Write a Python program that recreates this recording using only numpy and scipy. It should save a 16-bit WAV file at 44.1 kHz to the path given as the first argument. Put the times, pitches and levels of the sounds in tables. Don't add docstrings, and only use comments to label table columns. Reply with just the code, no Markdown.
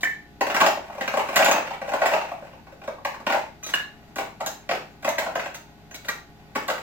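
import sys
import numpy as np
from scipy import signal
from scipy.fft import rfft, irfft
from scipy.io import wavfile
from scipy.ndimage import uniform_filter1d

SR = 44100
rng = np.random.default_rng(int(sys.argv[2]) if len(sys.argv) > 2 else 0)


def generate_wav(signal):
    frames = np.transpose(np.atleast_2d(signal))
    scaled = np.clip(frames, -1, 1) * 32767
    pcm = np.round(scaled).astype(np.int16)
    wavfile.write(sys.argv[1], SR, pcm)


def field_ratio(decibels):
    return 10 ** (np.asarray(decibels, dtype=float) / 20)


N = 300747

# frequency in Hz, density in dB per Hz.
AIR_SPECTRUM = [(15, 5), (25, -6), (65, -1), (111, 4), (220, 3.5), (422, -3.5), (470, -10.5), (651, -7),
                (706, -6), (952, -10.5), (4020, -18.5), (7710, -27), (8600, -35), (14400, -25.5),
                (16500, -46)]
# frequency in Hz, rms level in dB.
HUM_TONES = [(59.2, -59.5), (118.4, -67.5), (156.1, -59.5), (215.3, -63.5), (236.9, -68.5), (296.1, -66),
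             (355.3, -74.5), (414.5, -64.5), (532.9, -76), (710.6, -64), (829.0, -63), (1486, -71),
             (1900, -75.5), (2078, -72), (2611, -79), (3505, -78), (3919, -76), (4651, -76), (6234, -85),
             (14174, -94)]
# frequency in Hz, likeness from 0 to 1.
LIKENESS = [(60, .7), (250, .8), (700, 0.6), (1500, 0.096), (4000, 0.022), (15000, 0.02)]

# start in seconds, blow in dB, wall note in Hz, rim note in Hz, ring in dB.
WALL_CLINKS = [(.008, -29.5, 4700, 13000, -10), (0.031, -19, 6850, 13100, -21),
               (1.359, -8.5, 7120, 12700, 0), (1.446, -13, 7120, 13000, 1), (1.513, -14.5, 6430, 15600, 6),
               (1.556, -46, 6500, 15300, -5), (3.634, -30.5, 6100, 13000, 4),
               (3.663, -24, 6500, 11000, -16), (3.692, -25, 3800, 13200, -5),
               (3.737, -18, 3800, 14200, -18), (4.158, -29.5, 6750, 11870, 2),
               (4.462, -16, 6380, 13000, 1.5), (4.466, -39, 5200, 3870, -12), (5.025, -35, 6150, 12200, -9),
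               (5.09, -20, 6230, 12600, 1.5), (5.185, -18.5, 6200, 14700, -14),
               (5.544, -26.5, 6320, 15300, -6), (5.911, -46, 6320, 13700, 9), (5.944, -25, 6030, 13700, -4),
               (6.051, -37.5, 3730, 13300, 0), (6.086, -17.5, 3850, 13800, -2),
               (6.68, -23.5, 7260, 12300, -0.5)]
# start in seconds, blow in dB, hollow note in Hz, upper note in Hz.
BOTTOM_DROPS = [
    (.033, -11.5, 1770, 2300),
    (.052, -16, 1795, 2180),
    (.072, -18.5, 1775, 2050),
    (3.738, -11, 1700, 2860),
    (3.774, -27, 1720, 2730),
    (3.801, -25, 1725, 2780),
    (5.546, -32.5, 2050, 2540),
    (5.944, -34, 2224, 2800),
    (6.088, -18, 1880, 2400),
]
# start in seconds, level in dB, frequency in Hz, t60 in seconds.
TIN_NOTES = [(.033, -25, 1792, .2), (.05, -23, 1781, .36), (.034, -30, 720, .06), (.141, -54, 3920, .25),
             (.106, -29, 1830, .14), (.033, -25, 3035, .075), (.035, -28, 1508, .1), (.035, -29, 2330, .12),
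             (3.632, -32, 6230, .23), (3.662, -33, 6200, .19), (3.634, -39, 2450, .13),
             (3.638, -43, 1282, .39), (3.64, -42, 3870, .5), (3.69, -44, 3870, .4), (3.738, -34, 1736, .24),
             (3.738, -30, 2778, .22), (3.738, -35, 3020, .17), (3.737, -48, 3790, .5),
             (4.47, -36, 5200, .12), (4.462, -43, 3890, .3), (4.463, -45, 6325, .45),
             (4.463, -37, 7100, .25), (1.446, -23, 7120, .15), (6.088, -46, 3890, .27),
             (6.087, -27, 1180, .14), (3.735, -19, 2900, .06), (3.738, -29, 2934, .19),
             (3.738, -31, 2670, .17), (4.463, -46, 3128, .2), (5.398, -49, 6150, .3),
             (5.436, -44, 7230, .17), (5.436, -46, 5238, .17), (5.547, -44, 6320, .25),
             (5.912, -48, 6250, .3), (5.945, -46, 3900, .22), (6.088, -33, 2110, .18),
             (6.088, -35, 2326, .17), (6.088, -37, 3919, .14), (6.088, -40, 4242, .17),
             (6.088, -48, 5916, .25)]
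# frequency in Hz, level in dB, t60 in seconds.
TIN_MODES = [(2440, -40, 0.14), (3800, 6, 0.22), (5200, -19, 0.11), (5060, -32, 0.078), (6000, -29, 0.19),
             (6320, 8, 0.27), (7120, -47, 0.18), (7800, -32, 0.051)]

# start in seconds,
# blow in dB, sharpness in dB, wall patch in Hz.
ICE_KNOCKS = [(.412, -11, -9.5, 804), (.470, -20, -7.5, 796), (.503, -17.5, -8, 700),
              (.548, -19.5, 0, 630), (.566, -11, -7, 650), (.607, -13, -4.5, 1040),
              (.615, -1.5, -11.5, 1115), (.632, -11.5, -16, 810), (.643, -12, -17, 710),
              (.665, -5.5, -9, 816), (.68, -18.5, -17, 800), (.773, -18.5, -20, 920),
              (.899, -23.5, -37, 820), (.953, -27.5, -18, 665), (.983, -24, -17, 890),
              (1.012, -15.5, -9, 523), (1.08, -22, 0.5, 875), (1.138, -15.5, -12, 710),
              (1.174, -10, -13.5, 663), (1.197, -13, -12.5, 740), (1.251, -28, -31, 690),
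              (1.29, -13, -18, 1150), (1.33, -19, -17, 690), (1.362, -13.5, -4.5, 1080),
              (1.368, -17, 0.5, 820), (1.394, -6.5, -14.5, 770), (1.405, -7, -18, 810),
              (1.425, -16, -3.5, 634), (1.462, -9.5, -7, 970), (1.485, -3, -19, 726),
              (1.515, -15.5, -1.5, 790), (1.541, -12.5, -19, 597), (1.563, -10.5, -16, 644),
              (1.582, -19, -9, 630), (1.655, -25.5, -11, 840), (1.673, -24, -10, 830),
              (1.709, -18, -20, 920), (1.738, -25.5, -10.5, 810),
              (1.818, -18.5, -14.5, 557), (1.88, -21, -17, 600), (1.894, -14.5, -17, 846),
                (1.921, -12.5, -18, 570), (1.938, -11, -14, 690), (2.019, -5.5, -18.5, 684),
                (2.036, -11, -17, 615), (2.06, -8.5, -11, 920), (2.077, -21, -18, 810),
                (2.118, -12.5, -14.5, 920), (2.138, -6.5, -15.5, 856), (2.163, -15, -18, 920),
                (2.183, -25, -7.5, 780), (2.216, -19, -15, 570), (2.248, -22.5, -16, 705),
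                (2.291, -28.5, -10, 866), (2.317, -15.5, -22, 696), (2.346, -36, -22, 780),
                (2.424, -28, -26, 570), (2.533, -34, -17, 890), (2.671, -32.5, -15, 556),
                (2.725, -34.5, -15, 540), (2.818, -33.5, -13.5, 806), (2.84, -31, -12, 1110),
                (2.879, -17.5, -19.5, 548), (2.985, -32.5, -27, 527), (3.052, -17.5, -6, 643),
                (3.145, -29, -9, 633), (3.203, -29, -17, 860), (3.269, -11, -12, 910),
                (3.302, -10.5, -14, 950), (3.326, -15.5, -4.5, 980), (3.346, -8, -26, 853),
                (3.36, -23.5, -17, 860), (3.388, -29, -7, 860), (3.631, -43.5, 2.5, 1180),
                (3.666, -35.5, -7, 1250), (3.691, -29.5, -5.5, 930), (3.739, -32, 7, 1550),
              (4.162, -23, -10, 1030), (4.186, -17.5, -9.5, 807), (4.212, -22, -13, 730),
               (4.402, -25.5, -27, 680), (4.408, -15.5, -15.5, 667), (4.443, -38, -25, 850),
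               (4.464, -21.5, -12, 556), (4.694, -13.5, -11, 708), (4.713, -10.5, -14.5, 613),
               (4.733, -27, -18, 675), (4.752, -22, -10, 755), (5.031, -28.5, -11, 740),
               (5.049, -16, -7, 755), (5.079, -7.5, -15, 595), (5.185, -11, -9.5, 660),
               (5.222, -16, -25, 600), (5.266, -13.5, -21, 670), (5.316, -34, -8, 820),
               (5.357, -13.5, -11, 670), (5.398, -27.5, 0.5, 645), (5.436, -25, -12, 810),
               (5.461, -21.5, -13, 574), (5.547, -34, -3, 880), (5.913, -40, -2.5, 1120),
               (5.943, -39.5, -3.5, 704), (6.05, -33.5, -5.5, 1400), (6.086, -29, 2, 1090),
               (6.554, -21, -11.5, 766), (6.558, -12, -12, 624), (6.63, -38, -3, 630),
               (6.685, -15.5, -13.5, 910), (6.702, -16, -8, 645), (6.783, -28.5, -5.5, 730)]
# start, strongest point and end in seconds, effort in dB.
TONG_STROKES = [(0.41, 0.632, 0.57, -18.5), (0.83, 1.167, 1.31, -27), (1.238, 1.472, 1.48, -16.5),
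                (1.846, 2.11, 2.2, -23), (2.3, 2.437, 2.58, -40.5), (2.935, 3.127, 2.85, -29),
                (3.265, 3.336, 3.48, -31.5), (3.55, 3.7, 9.1, -51.5), (4.15, 4.21, 4.25, -36),
                (4.67, 4.836, 4.9, -47), (5.107, 5.272, 5.33, -39), (5.357, 5.437, 5.6, -44),
                (5.996, 6.111, 12, -63.5), (6.538, 6.604, 5.5, -42), (6.67, 6.724, 5.8, -42)]
# time in seconds, level in dB.
FLOOR_WEIGHT = [(0, -6), (.45, 1), (.7, -12.5), (1.1, 1.5), (1.45, -10.5), (1.8, -5.5), (2.05, -10),
                (2.3, -12), (2.9, -4), (3.1, 5), (3.35, -10.5), (4.2, -0.5), (4.45, -9), (4.75, -6),
                (5.1, -3.5), (5.4, -8.5), (6.1, -4), (6.7, -1.5)]
# frequency in Hz, level in dB, t60 in seconds.
BIN_MODES = [(555.4, -3.5, 0.097), (645.5, 0.5, 0.076), (748, -6, 0.067), (780, -4.5, 0.079),
             (860, 1, 0.045), (903, -1, 0.077), (994, -23, 0.027), (1082, -9, 0.11), (1167, -9.5, 0.053),
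             (1527, -2, 0.036)]

# frequency in Hz, density in dB per Hz.
CLICK_SPECTRUM = [(600, -13), (1000, -4.5), (1300, 3), (1730, 5), (2640, -0.5), (3400, -13), (6500, -22),
                  (11000, -77.5)]
# frequency in Hz, density in dB per Hz.
CRACK_SPECTRUM = [(2350, -3), (4000, 1.5), (4890, -3), (7410, -2), (7910, -5), (8540, -11), (9620, -16),
                  (11000, -12), (13000, -10.5), (15500, -7)]
# frequency in Hz, density in dB per Hz.
THUD_SPECTRUM = [(80, -41), (180, -5.5), (350, 6.5), (600, 1.5), (950, 5.5), (1300, 3), (2000, -33.5)]

# frequency in Hz, gain in dB.
ICE_TONE = [(250, 0), (400, -2), (500, 0.5), (620, 1.5), (800, 1.5), (1050, -1), (2000, -2), (2800, 1)]
# delay in milliseconds, level in dB.
ECHOES = [(2.3, -2), (3.7, -14), (5.9, -5), (8.8, -6), (12.1, -7), (15.6, -13), (20.5, -10), (26., -13)]
# frequency in Hz, t60 in seconds.
ROOM_T60 = [(200, 0.5), (600, 0.27), (1500, 0.33), (4000, 0.36), (8000, 0.3), (15000, 0.26)]
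# frequency in Hz, left minus right in dB.
LEFT_MINUS_RIGHT = [(100, 1.5), (1500, 1.5), (2500, -0.6), (14000, -0.5)]

AIR_DB = -52
UPPER_DB, RIM_DB = -8.5, -2.5
LASTING_DB, DAMPED_DB_PER_S = -34, -4.5
CRACK_UNDER_DB, CRACK_SCATTER_DB = -12, -2
SPREAD_MS, SPREAD_SCATTER_MS = 4.68, 0.97
CRACK_LEAD_S = 0.002945
STROKE_ENDS_DB = -17.5
GRIND_SLOPE, GRIND_PIVOT_DB = 0.82, -28
LEFT_LAG_SAMPLES, EDGE_HZ = 4, 16000


def evened(x):
    return x / np.sqrt(np.mean(x ** 2) + 1e-20)


def peaked(x):
    return x / abs(x).max()


def read(points, hz):
    f, value = np.transpose(points)
    return np.interp(np.log(hz + 1), np.log(f + 1), value)


def add(mix, start_s, sound):
    part = mix[round(start_s * SR):][:len(sound)]
    part += sound[:len(part)]


def causal(points, size=1024):
    hz = abs(np.fft.fftfreq(4 * size, 1 / SR))
    log_gain = np.log(field_ratio(read(points, hz)))
    return np.fft.ifft(np.exp(np.conj(signal.hilbert(log_gain)))).real[:size]


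def diffuse(db_field, hz):
    a, b, c, d = rng.standard_normal((db_field.shape[1], len(hz), 4)).T
    same = np.clip(read(LIKENESS, hz), -1, 1)[:, None]
    left = a + 1j * b
    right = same * left + np.sqrt(1 - same ** 2) * (c + 1j * d)
    size = 2 * len(hz) - 2
    z = np.array([left, right]) * field_ratio(db_field)
    return evened(signal.istft(z, nperseg=size, noverlap=size * 3 // 4)[1])


def fridge():
    hz, t = np.fft.rfftfreq(2048, 1 / SR), np.arange(N) / SR
    air = diffuse(read(AIR_SPECTRUM, hz)[:, None] + np.zeros(N // 512 + 5), hz)[:, :N]
    hum = np.zeros((2, N))
    for tone_hz, db in HUM_TONES:
        waver_hz = rng.uniform(0.55, 1.74)
        waver_db = 0.53 * np.sin(2 * np.pi * (waver_hz * t + rng.random()))
        phase = 2 * np.pi * rng.random() + np.array([[0], [0.5 * rng.standard_normal()]])
        hum += np.sqrt(2) * field_ratio(db + waver_db) * np.sin(2 * np.pi * tone_hz * t + phase)
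    return field_ratio(AIR_DB) * air + hum


def rings(modes, luck, shorter=0.19, rise_ms=0.62, size=6000):
    hz, db, t60_s = np.transpose(modes)[:, :, None]
    t, luck = np.arange(size) / SR, luck[:len(modes), None]
    decay = field_ratio(db + luck - 60 * t / (shorter * t60_s))
    sines = decay * np.sin(2 * np.pi * hz * t + 10 * luck)
    return peaked(sines.sum(0) * (1 - np.exp(-1000 * t / rise_ms)))


def contact(fall_ms, chance, rise_ms=0.1):
    t_ms = np.arange(len(chance)) * 1000 / SR
    return chance * abs(chance) * np.exp(-t_ms / fall_ms) * (1 - np.exp(-(t_ms + 0.65) / rise_ms))


def clink(hz, rim_hz, ring_db, chance, crack):
    sound = field_ratio(-21) * rings(TIN_MODES, 2.24 * chance, 0.62)
    sound += field_ratio(ring_db - 7) * rings([(hz, 0, .05), (hz * 1.015, -4, .035)], chance)
    rim = [(rim_hz, 0, .025), (rim_hz * 1.01, -4, .02)]
    sound += field_ratio(ring_db + RIM_DB - 8) * rings(rim, chance)
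    snap = peaked(signal.fftconvolve(contact(41.0, chance), crack))
    sound[:len(snap)] += snap
    return sound


def pop(start_s, hz, upper_hz, chance, push):
    short = [(hz, 0, .022), (hz * .92, -8, .014), (hz * 1.14, -8, .014), (upper_hz, UPPER_DB, .022)]
    ring_db = LASTING_DB + DAMPED_DB_PER_S * start_s
    lasting = [(hz, ring_db, .36), (hz * 1.025, ring_db - 3, .14), (upper_hz, ring_db + UPPER_DB, .08)]
    sound = rings(short + lasting, chance, shorter=1.0, rise_ms=4.0, size=14000)
    knocked = signal.fftconvolve(contact(0.2, chance), push)
    sound[:len(knocked)] += field_ratio(-11.0) * peaked(knocked)
    return sound


def tin():
    out, crack = np.zeros(N), causal(CRACK_SPECTRUM)
    push = peaked(causal(CLICK_SPECTRUM)) + field_ratio(4.0) * peaked(causal(THUD_SPECTRUM))
    chances = rng.standard_normal((len(WALL_CLINKS), 900))
    for (s, db, hz, rim_hz, ring_db), chance in zip(WALL_CLINKS, chances):
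        add(out, s, field_ratio(db) * clink(hz, rim_hz, ring_db, chance, crack))
    chances = rng.standard_normal((len(BOTTOM_DROPS), 300))
    for (s, db, hz, upper_hz), chance in zip(BOTTOM_DROPS, chances):
        add(out, s, field_ratio(db + 0.5) * pop(s, hz, upper_hz, chance, push))
    return out


def singing():
    out, t = np.zeros(N), np.arange(16000) / SR
    for s, db, hz, t60_s in TIN_NOTES:
        beat_hz = 14 + 12 * rng.random()
        beat = 1 + 0.25 * np.sin(2 * np.pi * beat_hz * t)
        envelope = field_ratio(db - 60 * t / t60_s) * (1 - np.exp(-t / 0.0032))
        add(out, s, envelope * beat * np.sin(2 * np.pi * (hz * t + rng.random())))
    return out


def knock(db, click_db, crack_db, hz, ms, chance, pulses, weight_db=-9.5):
    pushes = contact(ms * 0.56, chance, 0.66), contact(ms * 0.54, chance[::-1], 2.0), contact(ms * 1.41, chance, 0.47)
    thud, click, crack = (peaked(signal.fftconvolve(push, p)) for push, p in zip(pushes, pulses))
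    walls = rings(BIN_MODES + [(hz, 6, .05)], 2.6 * chance[:20], 0.41, ms * 0.3, size=3000)
    out = np.zeros(3400)
    add(out, 0, field_ratio(crack_db + 16.0) * crack)
    add(out, CRACK_LEAD_S / 2, field_ratio(click_db + 13.0) * click)
    add(out, CRACK_LEAD_S, field_ratio(weight_db) * thud)
    add(out, CRACK_LEAD_S, field_ratio(-1.0) * walls)
    return field_ratio(db) * out


def clear_knocks(pulses):
    out, knocks = np.zeros(N), ICE_KNOCKS
    for (s, db, sharp_db, hz), chance in zip(knocks, rng.standard_normal((len(knocks), 1500))):
        crack_db = sharp_db + CRACK_UNDER_DB + CRACK_SCATTER_DB * chance[-1]
        ms = np.clip(SPREAD_MS + SPREAD_SCATTER_MS * chance[-2], 2, 7.5)
        weight_db = np.interp(s, *np.transpose(FLOOR_WEIGHT))
        sound = knock(db, sharp_db, crack_db, hz, ms, chance, pulses, weight_db)
        add(out, s - 0.004, field_ratio(-2.5) * sound)
    return out


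def stroke(start, top, end, db):
    t = np.arange(start, end, 1 / SR)
    return db + np.interp(t, [start, top, end], [STROKE_ENDS_DB, 0, STROKE_ENDS_DB])


def stirring(pulses):
    rattle_gain, grind_gain, rattle = np.zeros((3, N))
    for row in TONG_STROKES:
        effort_db = stroke(*row)
        add(rattle_gain, row[0], field_ratio(effort_db))
        add(grind_gain, row[0], field_ratio(-37 + GRIND_SLOPE * (effort_db - GRIND_PIVOT_DB)))
    sizes = field_ratio(5.5 * np.minimum(rng.exponential(1, N), 3.2))
    for chance in rng.standard_normal((5, 1500)):
        taps = sizes * (rng.random(N) < 55 / SR)
        tap = knock(0, -10.5, -22, 780 * field_ratio(chance[30]), 1.85, chance, pulses)
        rattle += signal.oaconvolve(taps, tap)[:N]
    rattle = signal.sosfilt(signal.butter(2, 400, "high", fs=SR, output="sos"), rattle)
    grit = sizes * rng.standard_normal(N) * (rng.random(N) < 900 / SR)
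    grind = signal.oaconvolve(grit, pulses[2])[:N]
    return field_ratio(-8.5) * rattle_gain * evened(rattle) + field_ratio(-21.0) * grind_gain * evened(grind)


def bin_of_ice():
    pulses = [causal(p) for p in (THUD_SPECTRUM, CLICK_SPECTRUM, CRACK_SPECTRUM)]
    return clear_knocks(pulses) + stirring(pulses)


def room(x, tail_db=1.5):
    hz, t = np.fft.rfftfreq(256, 1 / SR), np.arange(320) * 64 / SR
    out = np.zeros((2, N))
    for ms, db in ECHOES:
        echo = rng.choice([-1., 1.]) * field_ratio(db) * x
        apart_ms = rng.uniform(-0.11, 0.11)
        add(out[0], (ms + apart_ms) / 1000, echo)
        add(out[1], (ms - apart_ms) / 1000, echo)
    for k in range(3):
        tail = diffuse(-60 * t / read(ROOM_T60, hz)[:, None], hz)
        z = rfft(tail * (1 - np.exp(-np.arange(tail.shape[1]) / SR / 0.018)))
        z /= np.sqrt(uniform_filter1d(abs(z) ** 2, size=30).mean(0))
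        tail = irfft(z)
        tail /= np.linalg.norm(tail[0])
        turn = np.sqrt(2 / 3) * np.cos(2 * np.pi * (1.3 * np.arange(N) / SR + k / 3))
        out += field_ratio(tail_db) * signal.oaconvolve((x * turn)[None], tail, axes=1)[:, :N]
    return out


def scene():
    cut = signal.butter(3, 190, "high", fs=SR, output="sos")
    ice = signal.oaconvolve(signal.sosfilt(cut, bin_of_ice()), causal(ICE_TONE))[:N]
    steel = signal.sosfilt(cut, tin())
    notes = singing()
    direct = field_ratio(-2.5) * ice + field_ratio(2.5) * (steel + notes)
    reflected = room(ice + field_ratio(-3.0) * steel + field_ratio(-7.5) * notes)
    return field_ratio(-2.0) * (direct + reflected) + fridge()


def low_pass(x):
    return signal.sosfilt(signal.butter(12, 16980, fs=SR, output="sos"), x)


def record(dry):
    hz = np.fft.rfftfreq(N + 64, 1 / SR)
    side = field_ratio(read(LEFT_MINUS_RIGHT, hz) / 2)
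    lag = np.exp(-2j * np.pi * hz * LEFT_LAG_SAMPLES / SR)
    ears = np.array([side * lag, 1 / side]) * (hz < EDGE_HZ)
    mix = irfft(rfft(dry, N + 64) * ears, N + 64)[:, :N]
    return low_pass(mix)


dry = scene()
out = record(dry)
generate_wav(out)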